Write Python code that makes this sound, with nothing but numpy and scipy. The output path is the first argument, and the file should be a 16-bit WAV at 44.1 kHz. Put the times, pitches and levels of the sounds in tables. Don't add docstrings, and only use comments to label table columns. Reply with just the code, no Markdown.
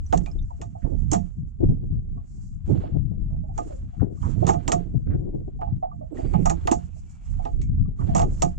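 import sys
import numpy as np
from scipy import signal
from scipy.fft import rfft, irfft, next_fast_len
from scipy.io import wavfile
from scipy.ndimage import uniform_filter1d

SR = 44100
rng = np.random.default_rng(int(sys.argv[2]) if len(sys.argv) > 2 else 0)


def gain_from_decibels(decibels):
    exponent = np.asarray(decibels, float) / 20
    return 10 ** exponent


def pcm_store(signal):
    levels = np.round(np.clip(np.atleast_2d(signal), -1, 1) * 32767)
    wavfile.write(sys.argv[1], SR, levels.astype(np.int16).T)


N = 378378
CONTROL_STEP = 40

# start in seconds, flutter level in dB, deep rumble level in dB,
# 60 dB decay time of the rumble in seconds, left-right difference in dB.
GUSTS = [(-0.01, -25, -15.5, 0.33, 3), (0.092, -19.5, -17, 1.12, -28), (0.31, -24, -21, 1.04, 16),
         (0.82, -18.5, -16, 2.3, -20.5), (1.35, -21, -35, 0.85, 15.5), (1.58, -17.5, -23, 2.7, 19),
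         (1.621, -16.5, -18.5, 1.63, -17), (1.96, -43, -22, 0.6, -23), (2.633, -40, -29, 4.4, 21),
         (2.669, -9, -32, 0.77, -22), (2.91, -21, -21, 3.24, 10.5), (3.309, -18.5, -22, 1.46, -19),
         (3.962, -18.5, -30.5, 2.15, 17), (4.202, -20.5, -22, 5.3, -25.5), (4.888, -19.5, -27, 1.7, 24.5),
         (5.058, -11.5, -22.5, 0.53, -14.5), (5.101, -17.5, -25, 1.63, 13), (5.351, -24.5, -19, 0.61, -23),
         (5.529, -27.5, -31.5, 1.25, 8), (5.64, -19.5, -21, 0.77, -28), (5.719, -2, -40.5, 0.29, 26),
         (6.218, -19.5, -20, 2.73, -21.5), (6.42, -26, -15, 0.82, -17), (6.621, -29, -21.5, 0.31, 27),
         (7.26, -33.5, -25.5, 26, -13), (7.489, -21.5, -24, 4.03, 16.5), (7.522, -23, -14.5, 0.94, -15.5),
         (7.984, -9, -21, 1.86, -23), (8.102, -24, -18, 2, 19)]
# start in seconds, level in dB, 60 dB decay time in seconds, left-right difference in dB.
RUSH_BURSTS = [(0.122, -28, 0.46, -6), (0.349, -34, 0.093, 31), (0.591, -33, 0.17, 24),
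               (0.84, -35.5, 0.59, -11), (0.91, -32.5, 0.34, -13), (1.119, -24.5, 0.22, -15.5),
               (1.599, -31, 1.14, 5), (2.668, -27, 0.81, -12.5), (2.693, -15.5, 0.21, -14.5),
               (2.947, -22, 0.12, 15), (3.109, -31, 0.11, 5), (3.209, -38, 0.11, 4),
               (3.564, -29.5, 0.46, -15), (4.017, -14, 0.1, 22), (4.06, -25.5, 0.23, 9),
               (4.12, -29.5, 0.11, 13), (4.229, -38.5, 2.6, -16), (4.414, -26.5, 0.91, -24),
               (4.68, -24, 0.56, -28), (4.928, -35.5, 0.35, 14.5), (5.06, -26.5, 1.17, 4),
               (5.27, -21.5, 0.13, 9), (5.475, -15, 0.052, 11.5), (6.106, -32.5, 1.35, -18.5),
               (6.322, -24, 0.49, -12), (6.651, -23.5, 0.14, 9), (6.707, -20.5, 0.19, -33),
               (7.448, -29, 0.23, -10), (7.592, -32.5, 0.1, 22.5), (7.88, -37.5, 0.12, 21),
               (7.993, -33, 1.1, -0.5), (8.163, -29, 0.6, -13.5), (8.421, -22.5, 0.21, -20)]
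# frequency in Hz, density in dB per Hz (relative).
DEEP_SPECTRUM = [(20, -2.5), (30, 4.5), (50, -1), (85, 0), (120, -25)]
FLUTTER_SPECTRUM = [(60, -19.5), (85, 8), (130, 8), (180, 2), (250, -8.5), (330, -18)]
RUSH_SPECTRUM = [(200, -21.5), (260, -1), (350, -3), (500, -15), (750, -23.5), (1100, -45.5), (1600, -60.5),
                 (2500, -86)]
FLUTTER_RISE_S, DEEP_RISE_S, RUSH_RISE_S = 0.029, 0.012, 0.012
FLUTTER_T60_SHARE = 0.56
CALM_FLUTTER_DB, CALM_DEEP_DB = -46, -40.5
RUSH_DB, RUSH_SLOPE = -57, 1

# start in seconds, length in seconds, swish level in dB,
# scuffing level in dB before the layer gains.
RUBS = [(0.0, 0.27, -67, -65.5), (0.3, 0.96, -74, -77), (2.226, 0.24, -69.5, -88), (2.647, 0.078, -67, -55),
        (2.818, 0.027, -77, -63.5), (3.527, 0.18, -64.5, -64), (3.706, 0.26, -78, -74.5),
        (4.111, 0.098, -70, -79), (4.193, 0.12, -61.5, -60.5), (4.384, 0.086, -65, -57.5),
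        (4.516, 0.29, -72, -63.5), (5.619, 0.035, -86, -70), (6.138, 0.069, -65, -58.5),
        (6.215, 0.58, -69, -62.5), (6.76, 0.3, -70.5, -78), (7.085, 0.028, -67.5, -72.5),
        (7.181, 0.28, -67, -68.5), (7.949, 0.28, -67.5, -63), (8.255, 0.21, -61.5, -64)]
# frequency in Hz, density in dB per Hz (relative).
SWISH_SPECTRUM = [(4000, -22.5), (5600, -13), (7300, -5.5), (8300, -16.5), (14000, -45)]
SCUFF_SPECTRUM = [(450, -9), (700, 10), (1200, 0.5), (2200, -7), (3200, -10.5), (4500, -16), (6000, -31)]
# frequency in Hz, bandwidth in Hz, relative level in dB.
GEAR_RESONANCES = [(1277, 180, -3.5), (1810, 120, 5), (1970, 35, -6), (2525, 59, 3), (2820, 68, -7),
                   (3830, 83, -4.5), (4280, 21, -15)]
LAPPING_SWISH_DB, LAPPING_SCUFF_DB = -86, -84
RUB_RISE_SHARE, RUB_T60_S = 0.25, 0.51
CATCHES_PER_S, CATCH_S = 9.4, 0.0074

# start in seconds, level in dB before the layer gain,
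# ring frequency in Hz, 60 dB decay time in seconds.
TICKS = [(0.0633, -46, 5960, 0.054), (0.2638, -43.5, 2420, 0.1), (0.3142, -43.5, 5250, 0.03),
         (0.3875, -49, 3640, 0.066), (0.4264, -54.5, 6140, 0.035), (4.221, -51.5, 3120, 0.041),
         (6.171, -41, 1790, 0.045), (7.615, -55, 2240, 0.17)]

# start in seconds, level in dB before filtering, middle tone in dB
# relative to it, hull in dB relative to it (before the hull gain), 60 dB decay time of the main tail in seconds.
CLACKS = [(0.1258, -35.5, -6, 15, 0.16), (0.175, -32.5, -15, -12.5, 0.054),
          (0.2606, -51.5, -0.5, 10.5, 0.085), (0.615, -42.5, -8, 1.5, 0.13), (1.1152, -20, -25, -5, 0.097),
          (1.131, -23, -20, 0, 0.094), (1.1444, -34.5, -9, -3, 0.15), (3.5776, -36.5, -14, 9.5, 0.11),
          (4.4671, -28, -14.5, 2.5, 0.17), (4.4784, -28.5, -15.5, -9, 0.082),
          (4.4887, -27, -11.5, 3.5, 0.13), (4.5344, -43.5, -10, 13, 0.091), (4.6785, -23.5, -10, 2, 0.086),
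          (4.7188, -18.5, -14.5, -2.5, 0.092), (5.6134, -77, 10.5, 46, 0.13), (6.336, -58, -0.5, 32, 0.079),
          (6.4557, -25, -19, 3, 0.11), (6.4966, -23.5, -16, 0, 0.089), (6.6728, -33, -0.5, 10, 0.089),
          (6.714, -21, -18.5, -2, 0.11), (7.4524, -59.5, 8, 27.5, 0.15), (7.6154, -46.5, -9, -25.5, 0.15),
          (8.1498, -25, -20, 4, 0.057), (8.1634, -26.5, -15.5, -3.5, 0.15), (8.1804, -31, -16, 6.5, 0.13),
          (8.1947, -29, -12.5, 6, 0.081), (8.2175, -35.5, -10, 9, 0.11), (8.4207, -19, -13, -2, 0.089)]
# frequency in Hz, bandwidth in Hz, relative level in dB.
HOUSING_RESONANCES = [(5745, 100, -2.5), (6140, 130, -4), (6710, 240, 1.5), (7600, 57, -8),
                      (7360, 290, -2.5), (8040, 130, -10.5)]
# frequency in Hz, relative level in dB, 60 dB decay time in seconds.
HULL_MODES = [(336, -7.5, 0.21), (476.3, -9.5, 0.15), (600, -11, 0.12), (695.5, 5.5, 0.16),
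              (770, -9.5, .05), (835.3, 4, 0.097), (974, -5, 0.033), (1133, -8.5, .05), (1215, -5, 0.065)]

# start in seconds, level in dB before the layer gain.
THUMPS = [(0.141, -23), (1.148, -22.5), (4.427, -27), (4.489, -28), (4.73, -24), (6.336, -15.5),
          (6.39, -20), (6.46, -27), (6.749, -31.5), (8.159, -26), (8.432, -23.5)]
THUMP_HZ, THUMP_T60_S = 170.9, 0.16

# start in seconds, level in dB before the layer gain, main ring frequency in Hz,
# 60 dB decay time in seconds.
KNOCKS = [(0.502, -33.5, 906, 0.049), (0.75, -30, 760, 0.044), (0.914, -34, 551, 0.1),
          (2.17, -41, 685, 0.048), (2.171, -50.5, 1150, 0.078), (2.834, -22.5, 604, 0.042),
          (2.945, -35.5, 650, 0.038), (3.433, -42, 622, 0.11), (3.487, -42.5, 746, 0.15),
          (3.697, -40, 553, 0.27), (3.93, -47.5, 730, 0.14), (4.011, -27.5, 742, 0.055),
          (4.172, -47, 1176, 0.04), (4.422, -12, 598, 0.045), (5.589, -36, 716, 0.11),
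          (5.669, -26.5, 794, 0.05), (5.824, -21, 725, 0.14), (5.913, -34.5, 1135, 0.047),
          (6.007, -35.5, 617, 0.16), (6.185, -30, 666, 0.12), (6.959, -47, 663, 0.063),
          (7.392, -26, 713, 0.052), (7.852, -48.5, 1174, 0.047), (7.991, -28, 1156, 0.031),
          (8.085, -32.5, 686, 0.26)]

# start in seconds, length in seconds, level in dB, centre frequency in Hz.
SCRAPES = [(0.818, 0.011, -59, 1550), (0.84, 0.04, -43.5, 677), (3.115, 0.013, -52, 558),
           (3.295, 0.071, -52.5, 610), (3.995, 0.028, -51, 1250), (4.225, 0.031, -38, 926),
           (5.07, 0.011, -61, 1400), (5.1, 0.031, -52.5, 1400), (6.18, 0.25, -66, 2120),
           (6.333, 0.0061, -47.5, 2370), (6.8, .5, -78.5, 2500), (8.0, 0.021, -46, 1040),
           (8.086, 0.01, -61, 1780)]
SQUEAKS = [(6.11, .3, -76, 7700), (6.18, .13, -74, 4700), (7.05, .2, -80, 2300)]
GRIT_PER_S, SCRAPE_T60_S = 3000, 0.14

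# frequency in Hz, lead of the left port in radians.
LEFT_LEAD = [(0, 0), (250, -2.4), (430, -3.4), (1210, -3.8), (2330, -5.5), (4500, -6.1), (9000, -5.9)]
# frequency in Hz, density in dB per Hz (relative).
SELF_NOISE_SPECTRUM = [(300, -2.5), (4000, -16.5), (8000, -5.0), (10000, -16.5), (16000, -35.0)]
SELF_NOISE_DB = -99


def rms_one(x):
    return x / np.sqrt(np.mean(x ** 2) + 1e-20)


def at_every_sample(rows):
    return np.array([np.interp(np.arange(N) / CONTROL_STEP, np.arange(len(row)), row) for row in rows])


def level_curves(power):
    return at_every_sample(10 * np.log10(power))


def drift(rate, channels):
    r = np.exp(-2 * np.pi * rate * CONTROL_STEP / SR)
    settle = 2000
    chance = rng.standard_normal((channels, N // CONTROL_STEP + 2 + settle))
    slow = signal.lfilter([1], [1, -2 * r, r * r], chance)[:, settle:]
    return at_every_sample([rms_one(row) for row in slow])


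def coloured(spectrum, alike):
    size = next_fast_len(N)
    hz, level_db = np.transpose(spectrum)
    log_hz = np.log(np.arange(size // 2 + 1) * SR / size + 1)
    gain = gain_from_decibels(np.interp(log_hz, np.log(hz), level_db, -150, -150))
    mid, side = irfft(rfft(rng.standard_normal((2, size))) * gain, size)[:, :N]
    return rms_one(np.sqrt(1 + alike) * mid + np.sqrt(1 - alike) * side * [[1], [-1]])


def evened(x, span_s):
    short_power = uniform_filter1d(x ** 2, int(span_s * SR), axis=1)
    return rms_one(x / np.sqrt(short_power + 0.1))


def swell(start_s, rise_s, hold_s, t60):
    t = np.maximum(np.arange(0, N, CONTROL_STEP) / SR - start_s, 0)
    return (1 - np.exp(-t / rise_s)) ** 2 * gain_from_decibels(-120 * np.maximum(t - hold_s, 0) / t60)


def panned(pan_db):
    return gain_from_decibels(np.array([[pan_db / 2], [-pan_db / 2]]))


def filtered(x, order, hz, kind="low"):
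    return signal.sosfilt(signal.butter(order, hz, kind, fs=SR, output="sos"), x + 1e-18)


def resonate(x, table):
    out = 0
    for k, (hz, width, level_db) in enumerate(table):
        r = np.exp(-np.pi * width / SR)
        top = (1 - r * r) / 2 * gain_from_decibels(level_db) * (-1) ** k
        out = out + signal.lfilter([top, 0, -top], [1, -2 * r * np.cos(2 * np.pi * hz / SR), r * r], x + 1e-18)
    return out


def ring(push, hz, t60):
    r, w = gain_from_decibels(-60 / (t60 * SR)), 2 * np.pi * hz / SR
    return signal.lfilter([0, np.sin(w)], [1, -2 * r * np.cos(w), r * r], push + 1e-18)


def struck(times_s, levels_db, length_s, hz):
    t = np.arange(SR // 8) / SR
    out = np.zeros(N + len(t))
    bursts = rng.standard_normal((len(times_s), len(t))) * np.sqrt(t) * np.exp(-t / length_s)
    at_mode = abs(bursts @ np.exp(2j * np.pi * hz * t))
    overall = np.sqrt(np.sum(bursts ** 2, axis=1))
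    push = np.hypot(at_mode, 0.6 * overall)
    for s, level_db, burst in zip(times_s, levels_db, bursts / push[:, None]):
        at = round(s * SR)
        out[at:at + len(t)] += gain_from_decibels(level_db) * burst
    return out[:N]


def hull(times_s, levels_db, length_s, top_hz):
    spots_db = 3.0 * rng.standard_normal((len(HULL_MODES), len(times_s)))
    rings = 0
    for (hz, mode_db, t60), spot_db in zip(HULL_MODES, spots_db):
        rings = rings + ring(struck(times_s, levels_db + mode_db + spot_db, length_s, hz), hz, t60)
    return filtered(rings, 4, top_hz)


def pings(table, rise_s, unsteady):
    t = np.arange(SR // 2) / SR
    out = np.zeros(N + len(t))
    wander = np.cumsum(rng.standard_normal((len(table), len(t))), axis=1)
    wander = uniform_filter1d(wander, size=200)
    for (s, level_db, hz, t60), phase in zip(table, wander):
        envelope = (1 - np.exp(-t / rise_s)) ** 2 * gain_from_decibels(level_db - 60 * t / t60)
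        at = round(s * SR)
        out[at:at + len(t)] += envelope * np.sin(2 * np.pi * hz * t + unsteady * phase)
    return out[:N]


def gust_powers():
    flutter, deep = gain_from_decibels(2 * CALM_FLUTTER_DB), gain_from_decibels(2 * CALM_DEEP_DB)
    for s, flutter_db, deep_db, t60, pan_db in GUSTS:
        share = gain_from_decibels(2 * np.minimum([[pan_db], [-pan_db]], 0))
        flutter_swell = swell(s, FLUTTER_RISE_S, 0, FLUTTER_T60_SHARE * t60)
        flutter = flutter + share * gain_from_decibels(2 * flutter_db) * flutter_swell
        deep = deep + share * gain_from_decibels(2 * deep_db) * swell(s, DEEP_RISE_S, 0, t60)
    return flutter, deep


def rush_power(flutter_power):
    power = gain_from_decibels(2 * RUSH_DB) * (flutter_power * 10 ** 3) ** RUSH_SLOPE
    for s, rush_db, t60, pan_db in RUSH_BURSTS:
        share = 2 / (1 + gain_from_decibels(-2 * np.array([[pan_db], [-pan_db]])))
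        power = power + share * gain_from_decibels(2 * rush_db) * swell(s, RUSH_RISE_S, 0, t60)
    return power


def wind():
    flutter_power, deep_power = gust_powers()
    flutter_db, deep_db = level_curves(flutter_power), level_curves(deep_power)
    rush_db = level_curves(rush_power(flutter_power))
    lumps, puffs = drift(18, channels=2), drift(6, channels=2)

    deep_db = deep_db + 3.0 * puffs.mean(0)
    deep = gain_from_decibels(deep_db) * evened(coloured(DEEP_SPECTRUM, alike=0.17), span_s=0.97)

    flutter_db = flutter_db + 2.5 * lumps + 4.8 * puffs
    flutter = gain_from_decibels(flutter_db) * evened(coloured(FLUTTER_SPECTRUM, alike=0.033), span_s=0.069)

    eddy_hz = 320 * 2 ** (0.27 * drift(9, channels=2))
    eddy_phase = 2 * np.pi * np.cumsum(eddy_hz, axis=1) / SR
    gurgle = 0.35 * drift(45, channels=2) * np.cos(eddy_phase)
    rush_db = rush_db + 4.2 * lumps.mean(0) + 4.0 * drift(17, channels=1)
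    rush = gain_from_decibels(rush_db) * rms_one(coloured(RUSH_SPECTRUM, alike=-0.8) + gurgle)
    return deep + flutter + rush


def hiss():
    power = gain_from_decibels(2 * np.array([[LAPPING_SWISH_DB], [LAPPING_SCUFF_DB]]))
    for s, length_s, *levels_db in RUBS:
        rub = swell(s, RUB_RISE_SHARE * length_s, length_s, RUB_T60_S)
        power = power + gain_from_decibels(2 * np.array(levels_db))[:, None] * rub
    swish_db, scuff_db = level_curves(power)

    swish_db = swish_db + 2.5 * drift(14, channels=1)
    swish = gain_from_decibels(swish_db) * coloured(SWISH_SPECTRUM, alike=0.18) * panned(-6.5)

    catches = (rng.random(N) < CATCHES_PER_S / SR) * rng.exponential(1, N)
    caught = signal.lfilter([1], [1, -np.exp(-1 / (CATCH_S * SR))], catches + 1e-18)
    lumpy = rms_one(2.6 + caught)
    grain_db = 2 * drift(30, channels=1) + 1.5 * drift(150, channels=1)
    scuff_db = scuff_db + grain_db + 2.0 * drift(4.3, channels=1)
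    scuff = lumpy * gain_from_decibels(scuff_db) * coloured(SCUFF_SPECTRUM, alike=0.7)
    return swish + gain_from_decibels(5.0) * scuff + gain_from_decibels(4.5) * resonate(scuff, GEAR_RESONANCES)


def ticks():
    return gain_from_decibels(-1) * pings(TICKS, rise_s=0.0005, unsteady=0.14) * panned(-3.5)


def clacks():
    t = np.arange(SR // 4) / SR
    bright, middle = np.zeros((2, 2, N + len(t)))
    noise = rng.standard_normal((len(CLACKS), 3, len(t)))
    for (s, level_db, middle_db, _, t60), (shared, *own) in zip(CLACKS, noise):
        crack = 0.8 * np.exp(-t / 0.0025)
        envelope = gain_from_decibels(-60 * t / t60) + crack + gain_from_decibels(-28 - 60 * t / 0.18)
        burst = gain_from_decibels(level_db) * envelope * (shared + 0.55 * np.array(own))
        at = round(s * SR)
        bright[:, at:at + len(t)] += burst
        middle[:, at:at + len(t)] += burst * gain_from_decibels(middle_db) * (0.9 + 1.8 * np.exp(-t / 0.0015))

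    in_housing = filtered(resonate(bright, HOUSING_RESONANCES), 4, 8600)
    air = filtered(bright, 2, [8800, 10500], "band")
    gear = gain_from_decibels(-3.5) * filtered(middle, 2, [1300, 5000], "band") + gain_from_decibels(1.5) * resonate(middle, GEAR_RESONANCES)
    near = gain_from_decibels(4) * in_housing * panned(-7.5) + gain_from_decibels(-37) * air + gain_from_decibels(4.5) * gear * panned(-2.5)

    s, level_db, _, hull_db, _ = np.transpose(CLACKS)
    body = hull(s, level_db + hull_db + 2.5, length_s=0.0091, top_hz=3040)
    return near[:, :N] + body * panned(-4.5)


def thumps():
    s, level_db = np.transpose(THUMPS)
    contact = struck(s, level_db + 6.0, length_s=0.025, hz=THUMP_HZ)
    return filtered(ring(contact, THUMP_HZ, THUMP_T60_S), 4, 260) * panned(-17.0)


def knocks():
    s, level_db, _, _ = np.transpose(KNOCKS)
    spot = gain_from_decibels(9) * pings(KNOCKS, rise_s=0.005, unsteady=0.085)
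    body = hull(s, level_db - 17.0, length_s=0.014, top_hz=1020)
    return (spot + body) * panned(-3.5)


def scrapes(table, width_share):
    t = np.arange(SR) / SR
    out = np.zeros((2, N + SR))
    grit = (rng.random((len(table), SR)) < GRIT_PER_S / SR) * rng.laplace(0, 1, (len(table), SR))
    for (s, length_s, level_db, hz), clicks in zip(table, grit):
        body = [(hz, width_share * hz, 0)]
        tone = rms_one(resonate(resonate(filtered(clicks, 2, 2 * hz), body), body))
        fall_db = 60 * np.maximum(t - length_s, 0) / SCRAPE_T60_S
        envelope = np.minimum(t / 0.004, 1) * gain_from_decibels(level_db - fall_db)
        at = round(s * SR)
        out[:, at:at + SR] += envelope * tone
    return out[:, :N] * panned(-3.6)


def ports(x):
    size = next_fast_len(N + SR // 4)
    lead = np.interp(np.arange(size // 2 + 1) * SR / size, *np.transpose(LEFT_LEAD))
    return irfft(rfft(x, size) * np.exp(0.5j * lead * [[1], [-1]]), size)[:, :N]


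def scene():
    wind_noise = wind()
    boat = hiss() + ticks() + clacks() + thumps() + knocks()
    boat = boat + scrapes(SCRAPES, width_share=0.42) + scrapes(SQUEAKS, width_share=0.025)
    return wind_noise + ports(boat)


def top_cut(x):
    return signal.sosfilt(signal.butter(12, 15000, fs=SR, output="sos"), x)


def record(dry):
    noise = gain_from_decibels(SELF_NOISE_DB) * coloured(SELF_NOISE_SPECTRUM, alike=0.1)
    return top_cut(dry + noise)


dry = scene()
out = record(dry)
pcm_store(out)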